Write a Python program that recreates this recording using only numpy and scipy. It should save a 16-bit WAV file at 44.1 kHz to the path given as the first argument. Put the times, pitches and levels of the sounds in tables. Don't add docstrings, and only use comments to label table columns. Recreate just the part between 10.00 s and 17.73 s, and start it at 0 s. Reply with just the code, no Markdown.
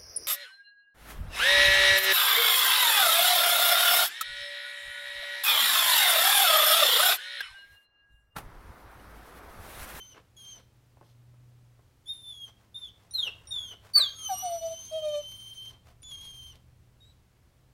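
import sys
import numpy as np
from scipy import signal
from scipy.fft import rfft, irfft, next_fast_len
from scipy.io import wavfile
from scipy.ndimage import map_coordinates

SR = 44100
rng = np.random.default_rng(int(sys.argv[2]) if len(sys.argv) > 2 else 0)


def int16_out(signal):
    q = np.round(np.clip(np.atleast_2d(signal).T, -1, 1) * 32767)
    wavfile.write(sys.argv[1], SR, q.astype(np.int16))


N = 340893
TIME = np.arange(N) / SR


def amp(db):
    return 10 ** (np.asarray(db) / 20)


def unit(x):
    return x / np.sqrt(np.mean(x ** 2) + 1e-20)


def along(points, hz):
    f, v = np.transpose(points)
    return np.interp(np.log(hz + 1), np.log(f + 1), v)


def curves(rows, t):
    s, *cols = np.transpose(rows)
    return [np.interp(t, s, c) for c in cols]


def wobble(rate, t):
    knots = rng.standard_normal(int(N * rate / SR) + 4)
    return map_coordinates(knots, [t * rate], mode="nearest")


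def filtered(x, response):
    m = next_fast_len(N + SR // 2)
    return irfft(rfft(x, m) * response(np.fft.rfftfreq(m, 1 / SR)), m)[:N]


def noise(colour):
    return unit(filtered(rng.standard_normal(N), lambda hz: amp(along(colour, hz))))


def resonance(modes, hz):
    return sum(amp(db) / (1 + (2 * (hz - centre) / width) ** 2) for centre, width, db in modes)


def resonant_noise(modes, stretch=1):
    return unit(filtered(rng.standard_normal(N), lambda hz: resonance(modes, hz / stretch)))


def gate(t, start, end, edge=0.0028):
    return np.sin(np.pi / 2 * np.clip(np.minimum(t - start, end - t) / edge + .5, 0, 1)) ** 2


def sounding(start, end):
    opening = gate(TIME, start, end)
    span = np.flatnonzero(opening)
    return span, TIME[span], opening[span]


def swell(start, length):
    return np.sin(np.pi * np.clip((TIME - start) / length, 0, 1))


def tone(hz, harmonics):
    phase = 2 * np.pi * np.cumsum(hz) / SR
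    return np.sqrt(2) * sum(amp(db) * np.sin(k * phase) * (k * hz < SR / 2) for k, db in harmonics)


def swishes(rows, air):
    level = sum(amp(db) * np.exp(-.5 * ((TIME - s) / width) ** 2) for s, width, db in rows)
    grain = amp(2.5 * wobble(250, TIME))
    return level * unit(air * grain)


def taps(rows, decay_s, modes):
    blows = sum(amp(db) * (TIME >= s) * np.exp(-np.abs(TIME - s) / decay_s) for s, db in rows)
    return blows * resonant_noise(modes)


# time_s, pitch_hz, level_db
DRONE = [(0, 116, -72), (1.3, 121, -58), (1.7, 121, -58), (2, 118, -69), (3.5, 100, -65), (6.7, 123, -60),
         (7.3, 128, -67)]
# time_s, level_db
RUMBLE_LEVEL = [(2.4, -88), (3.4, -60), (4.4, -65.5), (6.5, -59.5), (7.7, -70.5)]
# frequency_hz, relative_db
RUMBLE = [(25, -10), (75, 0.5), (220, -20), (1000, -72.5)]
QUIET = [(20, -24.5), (59, -8.5), (130, -13.5), (156, -19.5), (1050, -33), (15500, -47)]


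def background(floor_db=-64):
    hz, db = curves(DRONE, TIME)
    hz = hz * (1 + .012 * wobble(4, TIME))
    drone = tone(hz, [(1, db + 1.5 * wobble(2.5, TIME))])
    rumble = amp(curves(RUMBLE_LEVEL, TIME)[0]) * noise(RUMBLE)
    return drone + rumble + amp(floor_db) * noise(QUIET)


# frequency_hz, gain_db
SNOUT = [(6400, -1.5), (7400, -10), (8500, -11.5), (11700, -9.5), (14000, -23)]
# frequency_hz, width_hz, gain_db
NASAL = [(208.7, 250, 4), (1048, 750, 1), (2236, 340, -3), (3290, 830, 7), (4210, 402, 3.5),
         (5690, 1830, 2), (9220, 1410, -5), (12080, 2300, -5)]
# frequency_hz, width_hz, gain_db
THROAT = [(600, 160, -5), (1166, 149, 0.5), (1618, 140, 1.5), (2118, 198.3, -9), (2430, 189.4, -7),
          (13100, 3630, -16)]
RIPPLE, JITTER, FLUTTER_DB = .0035, 0.00271, 1.4
PURE_FLOW_DB = -15


def whistle(cries, hiss_db, rasp_db=-35, fades_db=0, stretch=1, lag_s=0.021):
    def flutter(t):
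        return FLUTTER_DB * wobble(140, t) - fades_db * np.maximum(wobble(30, t), 0) ** 2

    out, flow = np.zeros(N), np.zeros(N)
    for span, opening, hz, (first, second, third) in cries:
        t = TIME[span]
        hz = hz * (1 + RIPPLE * wobble(30, t) + JITTER * wobble(500, t))
        highest = [third + along(SNOUT, k * hz) - along(SNOUT, 3 * hz) for k in (4, 5)]
        levels = [first, second, third] + highest
        out[span] += opening * tone(hz, [(k, db + flutter(t)) for k, db in enumerate(levels, 1)])
        flow[span] += opening * (amp(first + PURE_FLOW_DB) + amp(second) + amp(third))
    step = 1 / (lag_s * SR)
    flow = signal.lfilter([step], [1, step - 1], flow)
    eddies = amp(2 * wobble(90, TIME))
    hiss = amp(hiss_db) * np.sqrt(flow) * resonant_noise(NASAL)
    rasp = amp(rasp_db) * flow * resonant_noise(THROAT, stretch)
    return out + eddies * (hiss + rasp)


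def held(rows):
    span, t, opening = sounding(rows[0][0], rows[-1][0])
    hz, *levels = curves(rows, t)
    return span, opening, hz, levels


SAG, SAG_S = 0.038, 0.011
FALTER, FALTER_S = 0.0296, .025
ATTACK_DB, ATTACK_S = 4, 0.011
RELEASE_DB, RELEASE_S = 9.5, 0.0049
FIRST_SWING_S = 0.058
THIRD_FADE_DB = -12.5


def whimper(start, length, first_hz, last_hz, arch_hz, db, fade_db, swing_rate, swing_db, second_db, third_db):
    span, t, opening = sounding(start, start + length)
    age, left = t - start, start + length - t
    u = age / length
    hz = first_hz + (last_hz - first_hz) * u + arch_hz * (1 - (2 * u - 1) ** 2)
    falter = FALTER * np.exp(-left / FALTER_S) * wobble(400, TIME[:len(t)])
    hz = hz * (1 - SAG * np.exp(-left / SAG_S) + falter)
    edges = -ATTACK_DB * np.exp(-age / ATTACK_S) - RELEASE_DB * np.exp(-left / RELEASE_S)
    swing = swing_db * np.cos(2 * np.pi * swing_rate * (age - FIRST_SWING_S))
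    first = db + fade_db * u + swing
    second = second_db + along(SNOUT, 2 * hz)
    third = third_db + THIRD_FADE_DB * (u - .5)
    return span, opening, hz, [edges + level for level in (first, second, third)]


# start_s, length_s, first_pitch_hz, last_pitch_hz, pitch_arch_hz,
# level_db, change_over_cry_db, level_swing_rate_hz, level_swing_db, second_harmonic_db (before the snout),
# third_harmonic_db (halfway)
WHIMPERS = [(-.04, 0.18, 3068, 3050, 14, -47.5, -15.5, 8.2, 6, -55.5, -69.5),
            (2.744, 0.15, 3567, 3100, 263.5, -43, -4, 13.7, -5, -66.5, -66.5),
            (3.137, 0.15, 4308, 2687, 21.5, -32, -4.5, 25.2, 5.5, -51.5, -58),
            (3.508, 0.225, 3722, 3067, -62.5, -36, -9, 4.7, 4.5, -53, -62.5),
            (7.005, 0.12, 3780, 4070, -100, -63.5, -3.5, 8.3, -1, -68, -89)]


def whimpers():
    return whistle([whimper(*row) for row in WHIMPERS], hiss_db=-41, rasp_db=-19, stretch=.9)


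# peak_s, width_s (standard deviation), level_db
PUFFS = [(.172, 0.021, -55), (.585, 0.025, -61), (3.283, 0.019, -52), (3.73, 0.013, -53),
         (5.735, 0.033, -65.5), (6.553, 0.018, -63)]
SNIFFS = [(1.085, 0.03, -70), (6.25, 0.026, -57)]
# frequency_hz, relative_db
NOSE = [(150, -3), (450, 7.5), (1300, 2), (3000, -4.5), (15000, -35.5)]


def nose_breaths():
    return swishes(PUFFS, noise(NOSE)) + swishes(SNIFFS, resonant_noise(NASAL))


# time_s, pitch_hz, first_harmonic_db, second_harmonic_db, third_harmonic_db
FIRST_WHINE = [(.366, 3350, -58, -58, -66), (.428, 3180, -53, -59.5, -64), (.515, 3164, -49, -49.5, -73),
               (.582, 2970, -66, -55, -79)]
LAST_WHINE = [(6.032, 3486, -52, -55.5, -83.5), (6.09, 3460, -52, -55, -64), (6.128, 3264, -43, -57, -57.5),
              (6.168, 3186, -49.5, -57, -66.5), (6.225, 3295, -48, -59, -60),
              (6.32, 3170, -48.5, -60.5, -65), (6.5, 3146, -51, -62.5, -65.5), (6.53, 2870, -61, -60, -85)]


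def soft_whines():
    return whistle([held(FIRST_WHINE), held(LAST_WHINE)], hiss_db=-37.5, rasp_db=-25.5)


# time_s, level_db
PAWFALLS = [(0.97, -57), (1.012, -52), (1.028, -55), (1.338, -60), (1.792, -60.5)]
# frequency_hz, width_hz, gain_db
THUD = [(560, 1060, 0)]


def pawfalls():
    return taps(PAWFALLS, 0.0086, THUD)


# time_s, pitch_hz, first_harmonic_db, second_harmonic_db, third_harmonic_db
SECOND_WHINE = [(2.058, 3420, -59.5, -70, -70), (2.098, 3654, -35.5, -73, -53.5),
                (2.21, 3565, -57.5, -81, -64), (2.295, 3533, -41, -79, -57), (2.355, 3360, -52, -65, -68.5),
                (2.447, 3240, -44.5, -67, -62), (2.49, 3030, -64, -62, -80)]


def pure_whine():
    return whistle([held(SECOND_WHINE)], hiss_db=-42.5)


# start_s, length_s, nominal_pitch_hz (main partial at 0.98 of it), level_db
SQUEAKS = [(2.076, 0.025, 5470, -63), (3.11, 0.036, 9700, -49.5), (3.472, 0.053, 9350, -52.5),
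           (3.935, 0.015, 9720, -48), (6.02, .013, 9830, -56.5)]
# share_of_nominal_pitch, relative_db (for a squeak of split_s)
SQUEAK_SPLIT = [(0.399, -4.5), (.6, 2)]


def squeaks(jitter=0.004, split_dip_db=15, split_s=0.036):
    out = np.zeros(N)
    for s, length, hz, db in SQUEAKS:
        span, t, opening = sounding(s, s + length)
        steady = np.abs(np.sin(np.pi * (t - s) / length))
        pitch = hz * (1 + jitter * (2 - steady) ** 2 * wobble(390, t))
        split_db = db + 20 * np.log10(length / split_s) - split_dip_db * steady
        lower = [(share, split_db + part_db) for share, part_db in SQUEAK_SPLIT]
        out[span] += opening * tone(pitch, [(0.98, db)] + lower)
    return out


# peak_s, width_s (standard
# deviation), level_db
SHUFFLES = [(2.49, 0.015, -61.5), (2.62, 0.032, -67), (3.02, 0.041, -71), (3.43, 0.24, -65),
            (3.87, 0.034, -59.5), (5.89, 0.027, -60.5)]
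# frequency_hz, relative_db
CARPET = [(250, -9), (620, 0.5), (1300, -3), (15000, -23)]


def shuffles():
    return swishes(SHUFFLES, noise(CARPET))


# time_s, pitch_hz, first_harmonic_db, second_harmonic_db, third_harmonic_db
SHARP_CRY = [(3.937, 4550, -39.5, -61, -54.5), (3.956, 4542, -16, -49.5, -43),
             (3.983, 4440, -14.5, -27.5, -40), (3.994, 4310, -32, -40.5, -51.5),
             (4.009, 4030, -18.5, -43.5, -54), (4.025, 3710, -23, -51, -59),
             (4.051, 3393, -29.5, -52.5, -70), (4.091, 3194, -40, -58, -68), (4.135, 3240, -54, -52, -73)]


def sharp_cry():
    return whistle([held(SHARP_CRY)], hiss_db=-38.5, rasp_db=-14.5)


# start_s, length_s, level_db
MOANS = [(3.966, 0.023, -36), (4.288, 0.064, -28), (4.42, 0.086, -31), (4.478, 0.12, -31.5),
         (4.607, 0.096, -31.5), (4.686, 0.066, -37), (4.91, 0.11, -30.5), (5.011, 0.12, -29),
         (5.099, 0.12, -29.5)]
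# time_s, pitch_hz
MOAN_PITCH = [(3.98, 1210), (4.28, 876), (4.308, 780), (4.355, 721), (4.42, 758), (4.5, 680), (4.645, 654),
              (4.97, 634.6), (5.1, 601.5), (5.21, 589)]
# frequency_hz, gain_db
SIDEBANDS = [(1800, -39), (2400, -30), (3700, -20.5), (4250, -18), (4900, -29.5), (5600, -27.5),
             (14000, -37.5)]
MOAN_OVERTONES_DB = -25.5


def moan(jitter=0.0029, waver_db=3):
    def waver():
        return waver_db * wobble(70, TIME)

    hz = curves(MOAN_PITCH, TIME)[0]
    hz = hz * (1 + 2 * RIPPLE * wobble(30, TIME) + jitter * wobble(200, TIME))
    strength = np.sqrt(sum((amp(db) * swell(start, length)) ** 2 for start, length, db in MOANS))
    throat_db = [20 * np.log10(resonance(THROAT, k * hz)) for k in range(2, 5)]
    overtones = [(k, MOAN_OVERTONES_DB + db + waver()) for k, db in enumerate(throat_db, 2)]
    note = tone(hz, [(1, 0)] + overtones)
    during_whine = gate(TIME, LONG_WHINE[0][0], LONG_WHINE[-1][0])
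    pulsing = strength * tone(hz, [(1, waver()), (2, waver())]) * during_whine
    jet_hz = curves(LONG_WHINE, TIME)[0] * (1 + .006 * wobble(400, TIME))
    jet = unit(tone(jet_hz, [(k, waver()) for k in range(1, 5)]))
    sidebands = filtered(pulsing * jet, lambda f: amp(along(SIDEBANDS, f)))
    return strength * note, sidebands


def undertone(start=4.125, length=0.43, db=-57, share=0.4005, jitter=0.037):
    hz = share * curves(LONG_WHINE, TIME)[0] * (1 + jitter * wobble(400, TIME))
    return swell(start, length) * tone(hz, [(1, db + 2 * wobble(120, TIME))])


# time_s, pitch_hz, first_harmonic_db, second_harmonic_db, third_harmonic_db
LONG_WHINE = [(4.135, 3284, -50, -56, -66), (4.206, 3237, -49.5, -48, -54.5), (4.269, 3095, -36, -38, -49),
              (4.318, 2944, -56.5, -41.5, -51.5), (4.355, 2872, -48, -40.5, -45.5),
              (4.484, 2963, -51.5, -40, -54), (4.588, 2960, -58.5, -46.5, -61),
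              (4.885, 3160, -47, -47.5, -62.5), (4.929, 3202, -42.5, -61.5, -63.5),
              (5.211, 3053, -45.5, -51.5, -68), (5.303, 3120, -48, -59, -61),
              (5.695, 3143, -43.5, -62, -65.5), (5.719, 3000, -68, -62, -84)]


def long_whine():
    return whistle([held(LONG_WHINE)], hiss_db=-36.0, fades_db=4)


# time_s, level_db
TICKS = [(6.03, -52.5), (6.556, -56.5)]


def mouth_ticks():
    return taps(TICKS, .004, NASAL)


# frequency_hz, t60_s
ROOM = [(3500, 0.36), (12000, 0.057)]


def room(x, early_db, tail_db):
    hz, t, z = signal.stft(rng.standard_normal(SR // 2), SR, nperseg=256)
    decay = amp(-60 * t / along(ROOM, hz)[:, None])
    tail = signal.istft(z * decay, SR, nperseg=256)[1]
    response = amp(tail_db) * np.pad(tail / np.linalg.norm(tail), (SR // 200, 0))
    delays_s = rng.uniform(0.0016, 0.014, size=8)
    echoes = rng.choice([-1, 1], size=8) / np.sqrt(len(delays_s))
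    response[(delays_s * SR).astype(int)] += amp(early_db) * echoes
    return x + signal.fftconvolve(x, response)[:N]


def scene():
    folds, sidebands = moan()
    short_cries = whimpers() + pure_whine() + squeaks()
    long_cries = sharp_cry() + long_whine() + undertone() + sidebands + soft_whines()
    movements = nose_breaths() + mouth_ticks() + shuffles() + pawfalls()
    short = room(short_cries, early_db=-8.5, tail_db=-13.5)
    long = room(long_cries + movements, early_db=-11.0, tail_db=-16.5)
    low = room(folds, early_db=-32, tail_db=-23)
    return (short + long + low + background())[None]


TOP_HZ = 15850


def record(dry):
    return filtered(dry[0], lambda hz: hz < TOP_HZ)[None]


dry = scene()
out = record(dry)
int16_out(out)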